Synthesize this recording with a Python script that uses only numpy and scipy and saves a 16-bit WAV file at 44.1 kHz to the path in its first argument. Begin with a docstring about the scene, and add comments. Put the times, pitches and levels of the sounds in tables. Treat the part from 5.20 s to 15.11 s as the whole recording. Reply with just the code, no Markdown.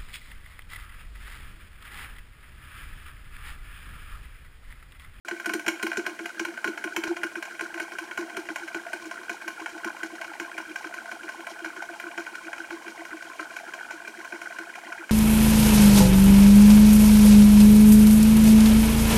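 """In a quiet room, heard from close by, a heavy steel disk wobbles round on a slightly hollow base plate.
Rolling over grit excites the modes of disk and plate, which rumble, ping and scrape. Every lap the
contact crosses the same flaws, and each impact ticks in those modes, its strength varying a little as
the rim turns. As the weight comes down, the plate thumps in its low modes.
Ticks and thumps reverberate briefly over a faint, steady hiss."""
import sys
import numpy as np
from scipy import signal
from scipy.fft import rfft, irfft
from scipy.io import wavfile
from scipy.ndimage import uniform_filter1d

SR = 44100
rng = np.random.default_rng(int(sys.argv[2]) if len(sys.argv) > 2 else 0)


def master(y):
    """Save y as 16-bit WAV."""
    cut = np.clip(np.atleast_2d(y).T, -1, 1)
    pcm = np.round(cut * 32767)  # scale
    wavfile.write(sys.argv[1], SR, pcm.astype(np.int16))


N = 437031


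def amp(db):
    """Amplitude ratio of a level in dB."""
    return 10 ** (np.asarray(db) / 20)


def unit_rms(x):
    """Normalisation to rms 1."""
    return x / np.sqrt(np.mean(x ** 2) + 1e-20)


def unit_peak(x):
    """Normalisation to peak 1."""
    return x / (abs(x).max() + 1e-12)


def add(mix, start_s, sound):
    """Superposition: a sound joins the mix at its onset."""
    part = mix[round(start_s * SR):][:len(sound)]
    part += sound[:len(part)]


# Spectrum of the background hiss: f/Hz, relative level/dB
AIR_SPECTRUM = [(25, -19), (90, -10), (220, -3), (600, -9.5), (3600, -19), (9000, -19), (16000, -34)]


def air(level_db=-52):
    """Spectral shaping: white noise becomes a steady coloured hiss."""
    hz, db = np.transpose(AIR_SPECTRUM)
    f = np.fft.rfftfreq(N, 1 / SR)
    colour = amp(np.interp(np.log(f + 1), np.log(hz + 1), db))
    return amp(level_db) * unit_rms(irfft(rfft(rng.standard_normal(N)) * colour, N))


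# Normal modes of plate and disk in three registers: f/Hz, bandwidth/Hz, relative level/dB
LOW_MODES = [(233.9, 27, -11.5), (309.5, 15, -6), (327, 17, -0.5), (343.3, 17, 1), (367, 23.4, -7.5),
             (400.7, 35, -12), (687, 22, -19.5)]
BODY_MODES = [(688.7, 46, -4), (847, 132, -10), (926, 33, -13.5), (1046, 59, -8.5), (1420.3, 144, -2.5),
              (1500, 148, 3.5), (1594, 180, -2.5), (1970, 350, -10), (2205, 38, -8), (2372, 192, -8),
              (2806, 88, -14.5), (3183, 127, -15)]
TREBLE_MODES = [(4112, 300, 3.5), (4753, 2300, 6.5), (5470, 70, 3), (6096, 1370, 1), (7020, 1130, 4),
                (8800, 1100, 1), (10600, 1300, -4.5), (12260, 1800, -15)]
N_MIDDLE = 4  # the lowest body modes are the "middle" ones, the rest the "upper"


def ringing(modes, size=5000, swell_cycles=0.86):
    """Damped free vibration: one sine a row, decaying at a rate set by its bandwidth."""
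    hz, width, db = np.transpose(modes)[:, :, None]
    t = np.arange(size) / SR
    polarity = np.cumprod(np.where(hz / np.roll(hz, 1) > 1.15, 1, -1), 0)  # close modes in antiphase
    envelope = (1 - np.exp(-t * hz / swell_cycles)) * np.exp(-np.pi * width * t)
    return polarity * amp(db) * width * envelope * np.sin(2 * np.pi * hz * t)


def grit(per_s, uneven_db):
    """Poisson process: sparse bumps under the rim, a few larger."""
    return amp(uneven_db * np.minimum(rng.exponential(1, N), 2.5)) * (rng.random(N) < per_s / SR)


def relax(kicks, decay_s):
    """First-order relaxation: each impulse dies away exponentially."""
    return signal.lfilter([1], [1, -np.exp(-1 / (decay_s * SR))], kicks)


def scuffs(modes, per_s, scrape):
    """Frictional excitation: brief noise bursts over a thin scrape drive all the modes at once."""
    bursts = unit_rms(relax(grit(per_s, uneven_db=3.0), decay_s=0.0072))
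    friction = (bursts + scrape) * rng.standard_normal(N)
    return signal.oaconvolve(friction, ringing(modes).sum(0))[:N]


def pings(modes, per_s, scrape, rise_s=0.0022):
    """Resonance: each soft bump rings one mode, over a thin scrape in all of them."""
    t, out = np.arange(2000) / SR, np.zeros(N)
    for hz, width, db in modes:
        envelope = (1 - np.exp(-t / rise_s)) ** 2 * np.exp(-np.pi * width * t)
        ping = amp(db) * np.sqrt(width) * unit_rms(envelope * np.sin(2 * np.pi * hz * t))
        out += signal.oaconvolve(grit(per_s, uneven_db=4.0), ping)[:N]
    scraping = signal.oaconvolve(rng.standard_normal(N), ringing(modes).sum(0))[:N]
    return unit_rms(out) + scrape * unit_rms(scraping)


def agitation(events, offset_db, settle_s):
    """Transient decay: a gain that jumps at each blow, more at a hard one, and settles back to 1."""
    onset_s, db = np.transpose(events)
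    kicks = np.zeros(N)
    kicks[(onset_s * SR).astype(int)] = amp(db + offset_db)
    return 1 + relax(kicks, settle_s)


def light_side(t, heavy_turn):
    """Rotating imbalance: 0 with the heavy side of the rim down, 1 half a turn later."""
    turns = 6.99 * t + .03 * t ** 2  # slowly speeding up
    return .5 - .5 * np.cos(2 * np.pi * (turns - heavy_turn))


# Force of the wobble: t/s, relative level/dB
WOBBLE_FORCE = [(0, 3), (2, 5.5), (3.5, 2), (6, -0.5), (8, -3), (9.91, -4.5)]
# Course of the rolling sound: t/s, overall gain/dB, gain of the middle modes/dB
ROLL_GAINS = [(.05, -51.5, 2.5), (2, -49, 5), (4, -48, 8.5), (7, -48, 8.5), (9.91, -47.5, 8)]
# Thinning on the light side of the rim: depth/dB for the low, middle, upper and treble modes
LIGHT_SIDE_DIPS = (12.8, 0.77, 3.85, 3.5)


def rolling(tick_events, thump_events):
    """Roughness excitation: the rim rumbles, pings and fizzes over grit, modulated by its imbalance."""
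    roll_s, level_db, middle_db = np.transpose(ROLL_GAINS)
    t = np.arange(N) / SR
    force_db = np.interp(t, *np.transpose(WOBBLE_FORCE))
    shake = agitation(tick_events, offset_db=31.5, settle_s=0.027)
    load = agitation(thump_events, offset_db=35.5, settle_s=0.017)
    middle_gain = amp(np.interp(t, roll_s, middle_db) - 10) * load ** 0.72
    low = amp(force_db - 18) * np.sqrt(load) * unit_rms(scuffs(LOW_MODES, per_s=40, scrape=0.35))
    middle = middle_gain * unit_rms(pings(BODY_MODES[:N_MIDDLE], per_s=18, scrape=0.44))
    upper = shake ** 0.073 * unit_rms(pings(BODY_MODES[N_MIDDLE:], per_s=24, scrape=0.48))
    treble = amp(-18.5) * shake * unit_rms(scuffs(TREBLE_MODES, per_s=300, scrape=0.2))
    weight = 1.5 - light_side(t, heavy_turn=0.37)
    layers = zip((low, middle, upper, treble), LIGHT_SIDE_DIPS)
    out = sum(layer * amp(dip_db * weight) for layer, dip_db in layers)
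    return amp(np.interp(t, roll_s, level_db)) * out


# Progress of the contact round the plate: t/s, laps completed
LAP_TIMES = [(0.0837, 0), (0.2594, 1), (0.6674, 3), (1.4437, 7), (2.0336, 10), (2.785, 14), (3.5459, 18),
             (4.4609, 23), (5.1987, 27), (5.7378, 30), (7.5064, 40), (8.024, 43), (8.7073, 47),
             (9.8936, 54)]
# Flaws of the plate: position/lap, level/dB, relative treble/dB, light-side swing/dB (negative: louder)
PLATE_FLAWS = [(0, -22.5, -23, -1), (0.169, -37.5, -17, -1), (.46, -44.5, -22, -5), (0.658, -29, -26, 1.5)]
# Distinct knocks of disk on plate: t/s, level/dB, relative treble/dB
CLEAR_KNOCKS = [(0.0836, -19.5, -17.5), (0.1117, -21, -26), (0.1988, -24, -23), (0.2451, -28, -26),
                (0.2585, -18, -17), (0.2938, -16, -28), (0.336, -17, -13), (0.395, -25.5, -17),
                (0.4640, -18.5, -19), (0.4806, -13, -13), (0.6275, -17, -14), (0.6664, -18, -19.5),
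                (0.7166, -17.5, -29), (0.7313, -22.5, -26), (0.7712, -18, -16), (0.8534, -30, -31),
                (0.8645, -16, -23), (1.0571, -19, -22), (1.1953, -17, -17), (1.2497, -18.5, -19.5),
                (1.4433, -15.5, -22), (1.4752, -22, -18.5), (1.5759, -23, -24.5), (1.6402, -18.5, -23),
                (1.6742, -24, -34), (1.7638, -15, -14), (1.837, -17, -20), (1.8692, -24, -32),
                (2.033, -17, -21), (2.155, -22.5, -25), (2.2254, -21.5, -21), (2.3504, -31, -30),
                (2.3941, -23, -24), (2.5418, -22, -23.5), (2.5768, -24, -35), (2.599, -19.5, -21),
                (2.7853, -20.5, -20), (3.0096, -29, -25), (3.1678, -20.5, -16.5), (3.288, -21.5, -28),
                (3.3591, -19.5, -19), (3.4775, -25.5, -24), (3.5457, -19.5, -22), (3.7315, -20.5, -19.5),
                (3.8552, -29, -19), (4.2787, -20, -20.5), (4.4598, -20.5, -23), (4.6453, -20.5, -18.5),
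                (4.8317, -19, -24), (5.0134, -23, -19), (5.044, -26.5, -30), (5.1989, -20.5, -20),
                (5.3799, -21, -21), (5.6433, -24, -40), (5.7397, -24, -23), (5.8567, -28, -33),
                (6.0892, -22, -25), (6.4453, -20.5, -26), (6.458, -27, -33), (6.564, -28.5, -26),
                (6.6224, -23, -28), (6.9773, -22.5, -22), (7.0646, -25, -28), (7.3302, -20.5, -28),
                (7.3813, -30.5, -20), (7.5059, -24, -28), (7.5254, -29.5, -34), (8.1938, -21, -35),
                (9.1232, -26, -44), (9.3862, -24, -22)]


def impacts(jitter_s=.002, scatter_db=1.5, clearance_s=.014):
    """Quasi-periodic forcing: flaws recur every lap, among knocks. Gives t/s, level/dB, treble/dB."""
    lap_s, laps = np.transpose(LAP_TIMES)
    place, db, treble_db, swing_db = np.transpose(PLATE_FLAWS * int(laps[-1] + 1))
    lap = np.arange(len(place)) // len(PLATE_FLAWS) + place
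    jitter, scatter = rng.standard_normal((len(lap), 2)).T
    onset_s = np.interp(lap, laps, lap_s) + jitter_s * jitter * (place > .1)
    db = db + np.interp(onset_s, *np.transpose(WOBBLE_FORCE)) + scatter_db * scatter
    db -= swing_db * light_side(onset_s, heavy_turn=0.54)
    knock_gap_s = abs(onset_s[:, None] - np.transpose(CLEAR_KNOCKS)[0]).min(1)
    sounding = (knock_gap_s > clearance_s) & (lap <= laps[-1] + .1)  # a knock replaces a nearby tick
    return np.vstack([np.transpose([onset_s, db, treble_db])[sounding], CLEAR_KNOCKS])


def strike(responses, force, spread_db):
    """Modal superposition: a blow at a random spot weights each mode differently."""
    weights = amp(spread_db * rng.standard_normal(len(responses)))
    return unit_peak(signal.fftconvolve(force, weights @ responses))


def ticks(blows, contact_s=0.00012, bluntness=0.19, crest_db=6.5):
    """Contact time limits bandwidth: sharp impacts crack in the treble, blunt ones only ping."""
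    t, out = np.arange(1200) / SR, np.zeros(N)
    body, treble = ringing(BODY_MODES, size=3000), ringing(TREBLE_MODES, size=600)
    roll_s, _, roll_middle_db = np.transpose(ROLL_GAINS)
    is_middle = (np.arange(len(BODY_MODES)) < N_MIDDLE)[:, None]
    for onset_s, db, treble_db in blows:
        chatter = rng.standard_normal(len(t)) * (1 - np.exp(-t / 0.0011))
        taps = 0.016 * chatter * np.exp(-t / 0.0022)
        taps[[0, round(SR * rng.uniform(.002, .005))]] = 1, rng.uniform(.2, 1.0)  # hit and bounce
        width_s = contact_s * amp(-bluntness * (treble_db + 20))
        pulse = np.exp(-((t[:90] - .001) / width_s) ** 2)
        force = np.diff(np.convolve(taps, pulse), prepend=0)  # a stiff contact favours high modes
        snap = np.diff(chatter, prepend=0) * (np.exp(-(t / 0.0078) ** 2) + 0.27 * np.exp(-t / 0.022))
        middle_db = 0.42 * np.interp(onset_s, roll_s, roll_middle_db) + bluntness * (treble_db + 20.5)
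        ping = strike(body * amp(is_middle * middle_db), force, spread_db=1.5)
        crack = strike(treble, snap, spread_db=3.5)
        add(out, onset_s - .001, amp(db) * ping)
        add(out, onset_s - .001, amp(db + treble_db + crest_db) * crack)
    return out


# Thumps of the plate as the weight comes down: t/s of the crest, peak level/dB
PLATE_THUMPS = [(0.121, -26.5), (0.27, -26), (0.305, -28.5), (0.344, -22.5), (0.38, -31), (0.476, -22),
                (0.532, -29), (0.637, -23.5), (0.676, -29), (0.779, -21), (0.876, -31.5), (1.002, -32),
                (1.204, -24.5), (1.287, -30), (1.453, -27.5), (1.489, -24), (1.65, -27), (1.776, -23),
                (1.849, -26.5), (1.914, -19), (2.046, -27.5), (2.164, -34.5), (2.428, -28), (2.564, -32),
                (2.613, -30), (2.825, -33.5), (2.988, -25.5), (3.022, -27.5), (3.18, -26), (3.289, -29),
                (3.444, -35), (3.559, -28), (3.738, -36), (3.869, -33.5), (4.111, -33), (4.29, -39),
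                (4.419, -31.5), (4.561, -35.5), (4.66, -29), (4.842, -32.5), (4.956, -46), (5.1, -38.5),
                (5.212, -31), (5.388, -35.5), (5.506, -34.5), (5.655, -35), (5.924, -40), (6.047, -35.5),
                (6.196, -39), (6.456, -31.5), (6.577, -37), (6.716, -37.5), (6.877, -36.5), (6.995, -31),
                (7.271, -36), (7.411, -37), (7.539, -30), (7.686, -37), (7.803, -36.5), (7.946, -32.5),
                (8.205, -34.5), (8.744, -34.5), (8.884, -38), (9.138, -34.5), (9.398, -35.5), (9.807, -37)]


def thumps(knock_s, struck_within_s=.022, rock_s=.03, detune=.018, thud_s=0.0031):
    """Interference: low modes start out of step, so each thump, randomly detuned, swells and dies."""
    t, out = np.arange(round(rock_s * SR)) / SR, np.zeros(N)
    rocking = np.hanning(len(t)) * np.sin(2 * np.pi * LOW_MODES[2][0] * t)
    tunings = [ringing(np.array(LOW_MODES) * [1 + detune * step, 1, 1], size=4500)
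               for step in np.linspace(-1, 1, 5)]
    for crest_s, db in PLATE_THUMPS:
        earlier_s = knock_s[knock_s < crest_s]
        struck = (crest_s - earlier_s < struck_within_s).any()
        force = np.hanning(40) if struck else rocking  # abrupt just after a knock, otherwise soft
        thump = strike(tunings[rng.integers(len(tunings))], force, spread_db=3.0)
        onset_s = crest_s - np.argmax(uniform_filter1d(thump ** 2, size=400)) / SR
        if struck:
            onset_s = max(onset_s, earlier_s.max())
        add(out, onset_s, amp(db) * thump)
        add(out, onset_s, amp(db - 9) * np.hanning(round(thud_s * SR)))  # the table beneath yields
    return out


def room(x, t60_s=0.32):
    """Reverberation: sparse reflections of random sign decay exponentially in a small furnished room."""
    delays = np.arange(150, 15000, 20)
    reflections = rng.choice([-1., 1.], len(delays)) * amp(-60 * delays / SR / t60_s)
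    response = np.zeros(15100)
    response[delays + rng.integers(0, 20, len(delays))] = reflections
    return signal.oaconvolve(x, response / np.linalg.norm(response))[:N]


def scene():
    """Superposition of the disk's direct sound, its reverberation and the air."""
    blows = impacts()
    hard_knock_s = blows[blows[:, 1] > -29, 0]  # blows above -29 dB
    ticking = ticks(blows)
    thumping = thumps(hard_knock_s)
    roll = rolling(blows[:, :2], PLATE_THUMPS)
    reverberation = room(amp(-7.5) * ticking + amp(-8) * thumping)
    return (air() + roll + ticking + thumping + reverberation)[None]


def record(dry):
    """Gating and filtering: sound begins after a short silence, with thinned bass and a band limit."""
    silence_s, rise_s, bass_hz, edge_hz = .0488, 0.00062, 190, 15900
    gated = dry * np.clip((np.arange(N) / SR - silence_s) / rise_s, 0, 1)
    bassless = signal.sosfilt(signal.butter(4, bass_hz, "highpass", fs=SR, output="sos"), gated)
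    thinned = bassless + amp(-14) * (gated - bassless)
    lowpass = signal.firwin(1001, edge_hz, window=("kaiser", 9), fs=SR)
    return signal.oaconvolve(thinned, lowpass[None], "same")


dry = scene()
out = record(dry)
master(out)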